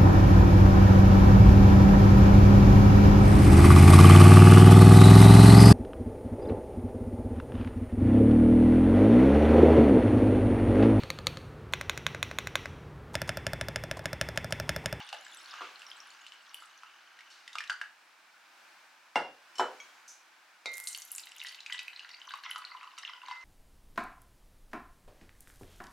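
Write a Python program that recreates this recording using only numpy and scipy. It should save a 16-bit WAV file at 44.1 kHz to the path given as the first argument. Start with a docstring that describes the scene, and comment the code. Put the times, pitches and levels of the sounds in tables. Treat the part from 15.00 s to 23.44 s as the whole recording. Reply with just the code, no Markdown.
"""Coffee trickles and drips, each drop a small splash and a ringing bubble, and sloshes once with a soft
low thump. Amid soft handling rustles, crockery is knocked twice on a wooden table and a china mug is
clinked. Then a thin stream runs from a glass jug into the mug: tiny fizzing bubbles first, larger and
lower ones as the pool deepens. A close microphone in a small, hard-walled kitchen with a steady hiss."""
import sys
import numpy as np
from scipy import signal
from scipy.fft import rfft, irfft, next_fast_len
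from scipy.io import wavfile

SR = 44100
rng = np.random.default_rng(int(sys.argv[2]) if len(sys.argv) > 2 else 0)


def dump_mix(stems):
    """Bounce the given channels to the path in sys.argv[1] as a 16-bit WAV at rate SR."""
    frames = np.atleast_2d(stems).T  # one column per channel
    limited = np.clip(frames, -1, 1)  # hard clip at full scale
    pcm = np.round(limited * 32767).astype(np.int16)
    wavfile.write(sys.argv[1], SR, pcm)


N = 372204
T = np.arange(N) / SR
TOP_HZ = 16000
POUR_S, FILL_S = 5.7, 0.736  # start of the pour; time constant of the pool covering the mug's bottom


def undb(db):
    """Decibels to gain."""
    return 10 ** (np.asarray(db) / 20)


def unit(x):
    """Scale to rms 1."""
    return x / np.sqrt(np.mean(x ** 2))


def fade(t, t60):
    """Exponential decay by 60 dB in t60 seconds."""
    return np.exp(-np.log(1000) * t / t60)


def add(track, start_s, sound):
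    """Mix a sound into a track at a time."""
    i = int(np.clip(start_s * SR, 0, N))
    track[i:i + len(sound)] += sound[:N - i]


def at_pitch(rows, hz, column=1):
    """One column of a table, interpolated on a log-frequency axis."""
    rows = np.array(rows)
    return np.interp(np.log(np.maximum(hz, 1)), np.log(rows[:, 0]), rows[:, column])


def colour(x, curve):
    """EQ by a curve of (Hz, dB) points."""
    size = next_fast_len(len(x) + 2048)
    gain = undb(at_pitch(curve, np.fft.rfftfreq(size, 1 / SR)))
    return irfft(rfft(x, size) * gain, size)[:len(x)]


def highpass(x, hz, order):
    """Cut the bass."""
    return signal.sosfilt(signal.butter(order, hz, "high", fs=SR, output="sos"), x)


def resonance(x, hz, width_hz):
    """Two-pole band-pass with gain 1 at the centre."""
    return signal.lfilter(*signal.iirpeak(hz, hz / width_hz, fs=SR), x)


def scatter(chance, spread_db):
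    """Turn uniform draws into gains: many quiet, a few loud."""
    return undb(spread_db * np.minimum(-np.log(1 - chance), np.pi))


# Tone of the hiss and the rustles. Each row: frequency in Hz, relative level in dB.
HISS_TONE = [(30, -48), (311, -13.5), (345, -8.5), (384, -18.5), (844, -2), (1250, -2), (1500, 1.5),
             (2060, -5.5), (2290, -2.5), (3220, -9.5), (5310, -12.5), (6210, -16), (11700, -26),
             (16000, -21)]
# Soft rustles of handling. Each row: centre in seconds, half length in seconds, level in dB.
HANDLING_RUSTLES = [(.6, 0.47, -57.5), (3.682, 0.2, -60.5), (4.75, 0.24, -57.5)]
def hiss_and_rustles(hiss_db=-61):
    """Soft rustles of handling over a steady room hiss."""
    rustles = sum(undb(db) ** 2 * np.exp(-((T - s) / half) ** 2) for s, half, db in HANDLING_RUSTLES)
    return unit(colour(rng.standard_normal(N), HISS_TONE)) * np.sqrt(undb(hiss_db) ** 2 + rustles)


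# The kitchen's tail. Each row: frequency in Hz, 60 dB decay time in seconds, level in dB.
ROOM_TAIL = [(100, 0.39, 5.5), (454, 0.38, 2), (1430, 0.27, -1.5), (3630, 0.39, -4.5), (9800, 0.22, -3),
             (15000, 0.32, -8)]
def reverberation(x, build_s=0.0016):
    """Hard walls return a diffuse tail: octave bands of noise, each with its own decay."""
    t = T[:SR * 3 // 4]
    spectrum, freqs = rfft(rng.standard_normal(len(t))), np.fft.rfftfreq(len(t), 1 / SR)
    tail = 0
    for hz in TOP_HZ / 2 ** np.arange(9):
        octave = np.clip(1 - abs(np.log2((freqs + 1) / hz)), 0, 1)
        band = irfft(spectrum * octave, len(t))
        decay = fade(t, at_pitch(ROOM_TAIL, hz)) * (1 - np.exp(-(t / build_s) ** 2))
        tail = tail + band * decay / np.linalg.norm(decay) * undb(at_pitch(ROOM_TAIL, hz, column=2))
    return signal.fftconvolve(x, tail)[:N]


# China sliding. Each row: start in seconds, hold in seconds, centre in Hz, level in dB.
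CHINA_SLIDES = [(4.655, 0.36, 6580, -76.5), (5.079, 0.014, 6100, -52.5)]
def slides(width_hz=850, t60=0.31):
    """China rubs over china with a thin, high hiss."""
    out = np.zeros(N)
    for s, hold, hz, db in CHINA_SLIDES:
        rub = unit(resonance(rng.standard_normal(N), hz, width_hz))
        out += undb(db) * rub * (T > s) * fade(np.maximum(T - s - hold, 0), t60)
    return out


def ring(modes, detune=0.0044, twin_gain=0.044):
    """A struck object rings; nothing is perfectly round, so each mode beats with a close twin."""
    out, t = 0, T[:SR]
    for k, (hz, db, t60) in enumerate(modes):
        phase = 2 * np.pi * hz * t
        pair = np.sin(phase) + twin_gain * np.sin((1 - detune) * phase)
        out = out + (-1) ** k * undb(db) * fade(t, t60) * pair
    return out / (1 + twin_gain)


# Modes of the table top. Each row: pitch in Hz, relative level in dB, 60 dB decay time in seconds.
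WOOD_MODES = [(333, -33, 0.52), (480, -24, 0.43), (513, -9, 0.24), (693, -4.5, 0.075), (734, -9, 0.1),
              (894, -6, 0.14), (1070, -16, 0.25), (1294, -5, 0.11), (1432, -8, 0.16)]
# Tone of the thud. Each row: frequency in Hz, relative level in dB.
THUD_TONE = [(40, -54), (157, -31.5), (313, 0.5), (609, 3.5), (683, 3.5), (1160, -4), (1360, 8.5),
             (2470, -10.5), (2830, -7), (3250, -12), (5380, -22.5), (12000, -35), (15600, -45),
             (22000, -120)]
# First the soft low thump of the coffee's slosh, then blows on the table.
# Each row: start in seconds, level in dB, pitch in Hz, thud in dB against that level.
THUMPS = [(.608, -33, 1200, -13.5), (4.158, -15, 870, -14.5), (4.583, -44, 1160, -5),
          (4.5957, -14, 933, -14)]
def thumps(push_s=0.00098, wood_db=-19, thud_t60=0.15):
    """A slosh thumps softly; a blow bends the table top, then spreads into its modes and a thud."""
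    out, t = np.zeros(N), T[:SR]
    for s, db, hz, thud_db in THUMPS:
        push = np.sin(2 * np.pi * hz * t) * t / push_s * np.exp(1 - t / push_s)
        body = unit(colour(rng.standard_normal(SR), THUD_TONE))
        thud = body * fade(t, thud_t60) * (1 - np.exp(-t / push_s))
        add(out, s, undb(db) * (push + undb(wood_db) * ring(WOOD_MODES) + undb(thud_db) * thud))
    return highpass(out, 160, order=2)


# Modes of the crockery. Each row: pitch in Hz, relative level in dB, 60 dB decay time in seconds.
JUG = [(2100, 4, 0.02), (2740, -9, 0.13), (2788, -4, 0.17), (3480, -15.5, 0.057), (4700, -19, 0.066),
       (5306, -14.5, 0.036), (5700, -15.5, 0.038), (8240, -27, 0.073)]
POT = [(2995, -2.5, 0.13), (4196, -12, 0.12), (5410, -2, 0.044), (5600, -11, 0.065), (7600, -14, 0.14),
       (9030, -17, 0.091)]
LID = [(2257, 8, 0.13), (3260, 3, 0.12), (5640, -2, 0.087), (6480, -1, 0.08)]
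MUG = [(1975, -10, 1), (2113, 0.5, 0.79), (2340, 15, 0.014), (3747, -2, 0.19), (3787, 3.5, 0.13),
       (4130, 6, 0.048), (7160, -20, 0.088), (540, 7, 0.015), (1390, 7.5, 0.0075)]
FULL_MUG = [(2060, 3, 0.95)]  # the filled mug rings on with one slightly lower note
SPOUT = [(8650, 0.019, 0.12)]
# First the broad splash of the coffee's slosh, then crockery hits. Each row: start in seconds, object,
# ring level in dB, then the noise burst's level in dB, centre in Hz and 60 dB decay time in seconds.
SLOSH_AND_CLINKS = [(0.611, POT, -70, -48, 2600, 0.4), (2.302, POT, -55.5, -59, 4300, 0.8),
                    (4.157, JUG, -24.5, -39.5, 3270, 0.075), (4.555, POT, -50, -53, 5270, 0.076),
                    (4.583, POT, -35.5, -45, 5440, 0.11), (4.595, POT, -41, -36.5, 2600, 0.039),
                    (4.801, LID, -50, -57, 4900, 0.053), (5.658, MUG, -41.5, -36, 4700, 0.029),
                    (5.873, SPOUT, -33, -39, 8300, 0.094), (8.299, FULL_MUG, -51.5, -52, 2870, 0.074)]
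def slosh_and_clinks(relative_width=0.72):
    """Coffee sloshes with a broad splash; hard edges scrape and set glass or china ringing."""
    out, t = np.zeros(N), T[:SR]
    for s, modes, ring_db, burst_db, hz, t60 in SLOSH_AND_CLINKS:
        width_hz = relative_width * hz
        band = resonance(resonance(rng.standard_normal(SR), hz, width_hz), hz, width_hz)
        burst = unit(band) * fade(t, t60)
        add(out, s, undb(ring_db) * ring(modes) + undb(burst_db) * burst)
    return highpass(out, 200, order=2)  # small things radiate no bass


def bare(t):
    """How exposed the mug's bottom is to the stream: 1 as the pour starts, towards 0 as it fills."""
    return (t >= POUR_S) * np.exp(-abs(t - POUR_S) / FILL_S)


def filling(on_china, in_pool):
    """Glide from a value on bare china to a value in a deep pool as the mug fills."""
    return in_pool + (on_china - in_pool) * bare(T)


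def bubble(born_s, hz, cycles, soft=True, steady_hz=2330, pop_gain=0.2, pop_cycles=9):
    """A bubble pinches off with a pop and rings: more cycles if small, fewer in a thin film."""
    ring_s = cycles * (1 - bare(born_s) / 2) * (hz / steady_hz) ** 0.4 / hz
    t = T[:int(ring_s * SR) + 2]
    # Bubbles above steady_hz bend up, those below sink; all rise more in a thin film.
    bend = 0.02 * np.log2(hz / steady_hz) + 0.61 * bare(born_s) ** 2
    pitch = hz * 2 ** (bend * 2 * np.tanh(hz * t / 20))
    audible = np.clip((TOP_HZ - pitch) / 2000, 0, 1)
    attack_s = 0.00035 if soft else 0.00008
    attack = 1 - np.exp(-(t / attack_s) ** 2)
    decay = fade(t, ring_s) + pop_gain * fade(t, pop_cycles / hz)
    return np.sin(2 * np.pi * np.cumsum(pitch) / SR) * attack * decay * audible


def swarm(start_s, end_s, per_s, low_hz, high_hz, skew, scatter_db, per_clump, clump_s=0.008, cycles=35):
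    """Random splashes each shed a clump of bubbles; more skew favours low ones. Rms 1 while it runs."""
    span_s = end_s - start_s
    when, height, loud, life, lag = rng.random((int(per_s * span_s), 5)).T
    clump = np.arange(len(when)) // per_clump
    times = start_s + when[clump] * span_s + lag * clump_s
    low, high = (np.interp(times, T, np.broadcast_to(hz, N)) for hz in (low_hz, high_hz))
    pitches = low * (high / low) ** (height ** skew)
    gains = scatter(loud[clump], scatter_db)
    out = np.zeros(N)
    for s, hz, gain, ring_cycles in zip(times, pitches, gains, cycles * (.5 + life)):
        add(out, s, gain * bubble(s, hz, ring_cycles))
    return unit(out) * np.sqrt(span_s * SR / N)


# Hollow tone of the vessel under the trickle and under the pour.
# Each row: centre in Hz, width in Hz, relative level in dB.
TRICKLE_CAVITY = [(1590, 100, 6), (2904, 200, 13.5)]
POUR_CAVITY = [(1006, 140, 14.2), (2037, 90, 9.9), (2900, 360, 12.7), (3830, 220, 10.3), (4480, 120, 8.9)]
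def vessel(x, pouring, direct_gain):
    """The air above the liquid rings along, changing the tone but not the level."""
    cavity = POUR_CAVITY if pouring else TRICKLE_CAVITY
    hollow = direct_gain * x + sum(undb(db) * resonance(x, hz, width) for hz, width, db in cavity)
    return hollow * np.std(x) / np.std(hollow)


# Surges in the flow. Each row: time of full strength in seconds, hold in seconds, level in dB.
FLOW_SPURTS = [(0, 0.015, -49.5), (0.53, 0.14, -53.5), (6.442, 0.056, -46.5), (6.703, 0.07, -46),
               (7.02, 0.33, -55), (7.446, 0.096, -47.5), (8.04, 0.062, -48)]
def flow(even_db, attack_s=0.081, t60=0.16):
    """Strength of the bubbling: an even flow plus spurts that swell, hold and die away."""
    power = undb(even_db) ** 2
    for s, hold, db in FLOW_SPURTS:
        swell = np.clip((T - s) / attack_s + 1, 0, 1)
        release = fade(np.maximum(T - s - hold, 0), t60)
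        power = power + (undb(db) * swell * release) ** 2
    return np.sqrt(power)


def crackle(start_db=-58, fall_db_per_s=6):
    """While the trickle is still lively, small bubbles crackle above it."""
    bubbles = swarm(0, 1.8, per_s=150, low_hz=3300, high_hz=11000, skew=1.8, scatter_db=4, per_clump=2)
    return bubbles * undb(start_db - fall_db_per_s * T)


def trickle(even_db=-59, fall_db_per_s=2, trim_db=1):
    """A soft, dense dribble of bubbles that dies away."""
    bubbles = swarm(0, 2.68, per_s=1400, low_hz=1092, high_hz=6710, skew=1.1, scatter_db=2.5, per_clump=2)
    bubbling = undb(trim_db) * vessel(bubbles, pouring=False, direct_gain=1.9)
    return bubbling * flow(even_db - fall_db_per_s * T)


def ticks(per_s=45, hz=11500, t60=0.00047, start_db=-32, fall_db_per_s=15):
    """Tiny bubbles burst at the surface with bright ticks, most strongly while the pool is shallow."""
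    out, t = np.zeros(N), T[:SR // 200]
    tick = np.sin(2 * np.pi * hz * t) * fade(t, t60)
    when, loud = rng.random((int(per_s * T[-1]), 2)).T
    for s, gain in zip(when * T[-1], scatter(loud, spread_db=6)):
        add(out, s, gain * tick)
    return out * (T > POUR_S) * undb(start_db - fall_db_per_s * abs(T - POUR_S))


# Drops that stand out. Each row: start in seconds, bubble pitch in Hz, level in dB,
# splash in dB against that level; bubble and splash each get a trim below.
ACCENT_DROPS = [(.002, 836, -39.5, 1.5), (0.09, 2850, -42.5, 4), (.128, 808, -34.5, 3.5),
                (.1405, 630, -41, -2), (0.146, 1700, -41, 1), (.266, 1680, -37.5, -11),
                (.459, 4340, -37.5, -34), (0.5095, 5100, -36.5, -26), (0.5386, 1245, -35, -8),
                (0.6184, 1180, -29.5, -21), (.758, 4150, -37.5, -33), (0.819, 2730, -38, -7),
                (.866, 5480, -36, -35), (.901, 5030, -38, -27), (0.915, 3170, -31, -32),
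                (1.003, 5540, -35, -32), (1.2658, 2960, -36, -7), (1.321, 2970, -38, -14),
                (1.544, 2950, -29, -17), (1.544, 10300, -37.5, -4), (1.6226, 1280, -40, -15.5),
                (1.8335, 1300, -39, -7), (2.19, 1890, -41.5, -5), (2.2068, 2240, -42.5, -5),
                (2.4777, 2000, -37, -1.5), (2.5308, 3700, -38.5, -6), (2.5543, 1260, -27.5, -5),
                (2.5845, 2430, -25, -6.5), (2.6055, 1790, -28, -9.5), (2.639, 2800, -37, -5),
                (2.676, 3900, -40, -9), (2.6974, 1594, -20.5, -8), (2.7046, 1470, -27.5, -35),
                (2.716, 1450, -34, -27), (2.7035, 4600, -30, -13), (2.726, 4500, -41, -6),
                (2.814, 1653, -24, -7.5), (5.7391, 6000, -31, -6), (5.772, 8040, -33, -11),
                (5.8392, 7340, -33.5, -5.5), (5.8721, 3800, -27.5, -5), (5.886, 7400, -29.5, -5),
                (5.9295, 5860, -34, -3), (6.051, 10600, -34, -13), (6.15, 7000, -29, -16),
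                (6.196, 4750, -35, -14), (6.236, 3860, -35, -23), (6.27, 1940, -41, 0.5),
                (6.183, 2540, -36.5, -2.5), (6.319, 2790, -38, -15.5), (6.383, 6360, -39, -16),
                (6.732, 7700, -36.5, -11), (5.9479, 2860, -29.5, -3.5), (6.0196, 5840, -36.5, -2),
                (6.1169, 10100, -23, -10), (6.161, 8350, -23.5, -23), (6.1814, 6870, -27, -13),
                (6.4017, 3640, -32.5, -14), (6.415, 2710, -27, -30), (6.428, 2040, -39, -8),
                (6.448, 1870, -32, -15.5), (6.469, 2780, -38, 3), (6.546, 2880, -37.5, 0.5),
                (6.605, 3940, -33.5, -14), (6.662, 2440, -30, -5.5), (6.7244, 3140, -27, -7.5),
                (6.7917, 2530, -29, -1), (6.881, 2510, -26.5, -18), (6.962, 4080, -31, -33),
                (6.994, 2860, -32, -11), (7.091, 2050, -51.5, 11.5), (7.2162, 3000, -34, -21),
                (7.307, 1560, -35, -4.5), (7.3375, 1120, -28.5, -8), (7.436, 1670, -40, -5),
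                (7.437, 4230, -36, -23), (7.512, 3000, -25, -18), (7.508, 10500, -33, -12),
                (7.548, 1290, -40, -18), (7.559, 1276, -28.5, -5), (7.581, 8270, -46.5, -0.5),
                (7.65, 4190, -28, -20), (7.748, 1028, -33.5, -36), (7.83, 1260, -39, -6),
                (7.978, 1330, -42, 4), (7.984, 5650, -39, -2.5), (8.234, 1025, -38.5, -17.5),
                (8.05, 2870, -26, -28), (8.0769, 3220, -29.5, -32), (8.284, 1010, -31, -8.5),
                (8.311, 980, -31, -8)]
def drops(plink_trim_db=0.5, splash_trim_db=-3, splash_t60=0.03, gentle_db=-16):
    """Each drop slaps the surface, which rings the air in the vessel, and leaves one ringing bubble."""
    out, t = np.zeros(N), T[:SR // 20]
    for s, hz, db, splash_db in ACCENT_DROPS:
        band = signal.butter(2, [0.87 * hz, hz + 3600], "band", fs=SR, output="sos")
        slap = unit(signal.sosfilt(band, rng.standard_normal(len(t)))) * fade(t, splash_t60)
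        splash = vessel(slap, pouring=s >= POUR_S, direct_gain=1.46)
        plink = bubble(s, hz, cycles=40, soft=splash_db < gentle_db)  # gentle drops slip in softly
        add(out, s, undb(db + plink_trim_db) * highpass(plink, hz / 2, order=4))
        add(out, s, undb(db + splash_db + splash_trim_db) * highpass(splash, hz / 2, order=4))
    return out


def pour(bubbling_db=-2, rise_s=0.23):
    """The spurting stream fizzes on bare china, then drags ever larger bubbles into the pool."""
    bubbles = swarm(POUR_S, T[-1], per_s=330, low_hz=filling(3470, 890), high_hz=6500,
                    skew=0.95, scatter_db=4.2, per_clump=3)
    spray = swarm(POUR_S, T[-1], per_s=120, low_hz=4740, high_hz=filling(12900, 7000),
                  skew=0.89, scatter_db=4.5, per_clump=3)
    bubbling = undb(bubbling_db) * vessel(bubbles, pouring=True, direct_gain=1.5)
    fizz = undb(filling(on_china=18.5, in_pool=-30.5)) * spray
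    stream = flow(even_db=filling(-63, -53.5)) * np.clip((T - POUR_S) / rise_s, 0, 1)
    return (bubbling + fizz) * stream


def coffee(wall_db=3):
    """Drops and bubbles have no bass, least of all in the narrow mug, whose wall sings in one mode."""
    liquid = drops() + trickle() + crackle() + pour() + ticks()
    pouring = T > POUR_S
    dribble = highpass(liquid * ~pouring, 540, order=5)
    in_mug = highpass(liquid * pouring, 850, order=8)
    wall = resonance(in_mug, hz=MUG[0][0], width_hz=6)
    return dribble + in_mug + undb(wall_db) * wall


# Stereo width of the tail, hiss and rustles. Each row: frequency in Hz, side gain in dB.
STEREO_WIDTH = [(100, -22), (500, -8.5), (1000, -9), (2000, -7), (4000, -6.5), (12000, -0.5)]
def scene(pan=0.02, coffee_send_db=-2, thump_side_db=-8):
    """Coffee, crockery and table sit near the centre, inside a wider reverberation."""
    liquid, bright, low = coffee(), slosh_and_clinks() + slides(), thumps()
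    direct = liquid + bright + low
    to_walls = undb(coffee_send_db) * liquid + bright  # the mug beams its liquid at the microphone
    mid = direct + reverberation(to_walls + low) + hiss_and_rustles()
    wide = reverberation(to_walls + undb(thump_side_db) * low) + hiss_and_rustles()
    side = colour(wide, STEREO_WIDTH) + pan * direct
    return np.array([mid + side, mid - side])


def record(dry, bass_hz=75, treble_db=-7):
    """The microphone loses the deep bass and dulls the top octave; the recorder cuts the rest."""
    thinned = highpass(dry, bass_hz, order=2)
    dulled = np.array([colour(channel, [(12300, 0.033), (15000, treble_db)]) for channel in thinned])
    return signal.sosfilt(signal.ellip(10, .2, 70, TOP_HZ, fs=SR, output="sos"), dulled)


dry = scene()
out = record(dry)
dump_mix(out)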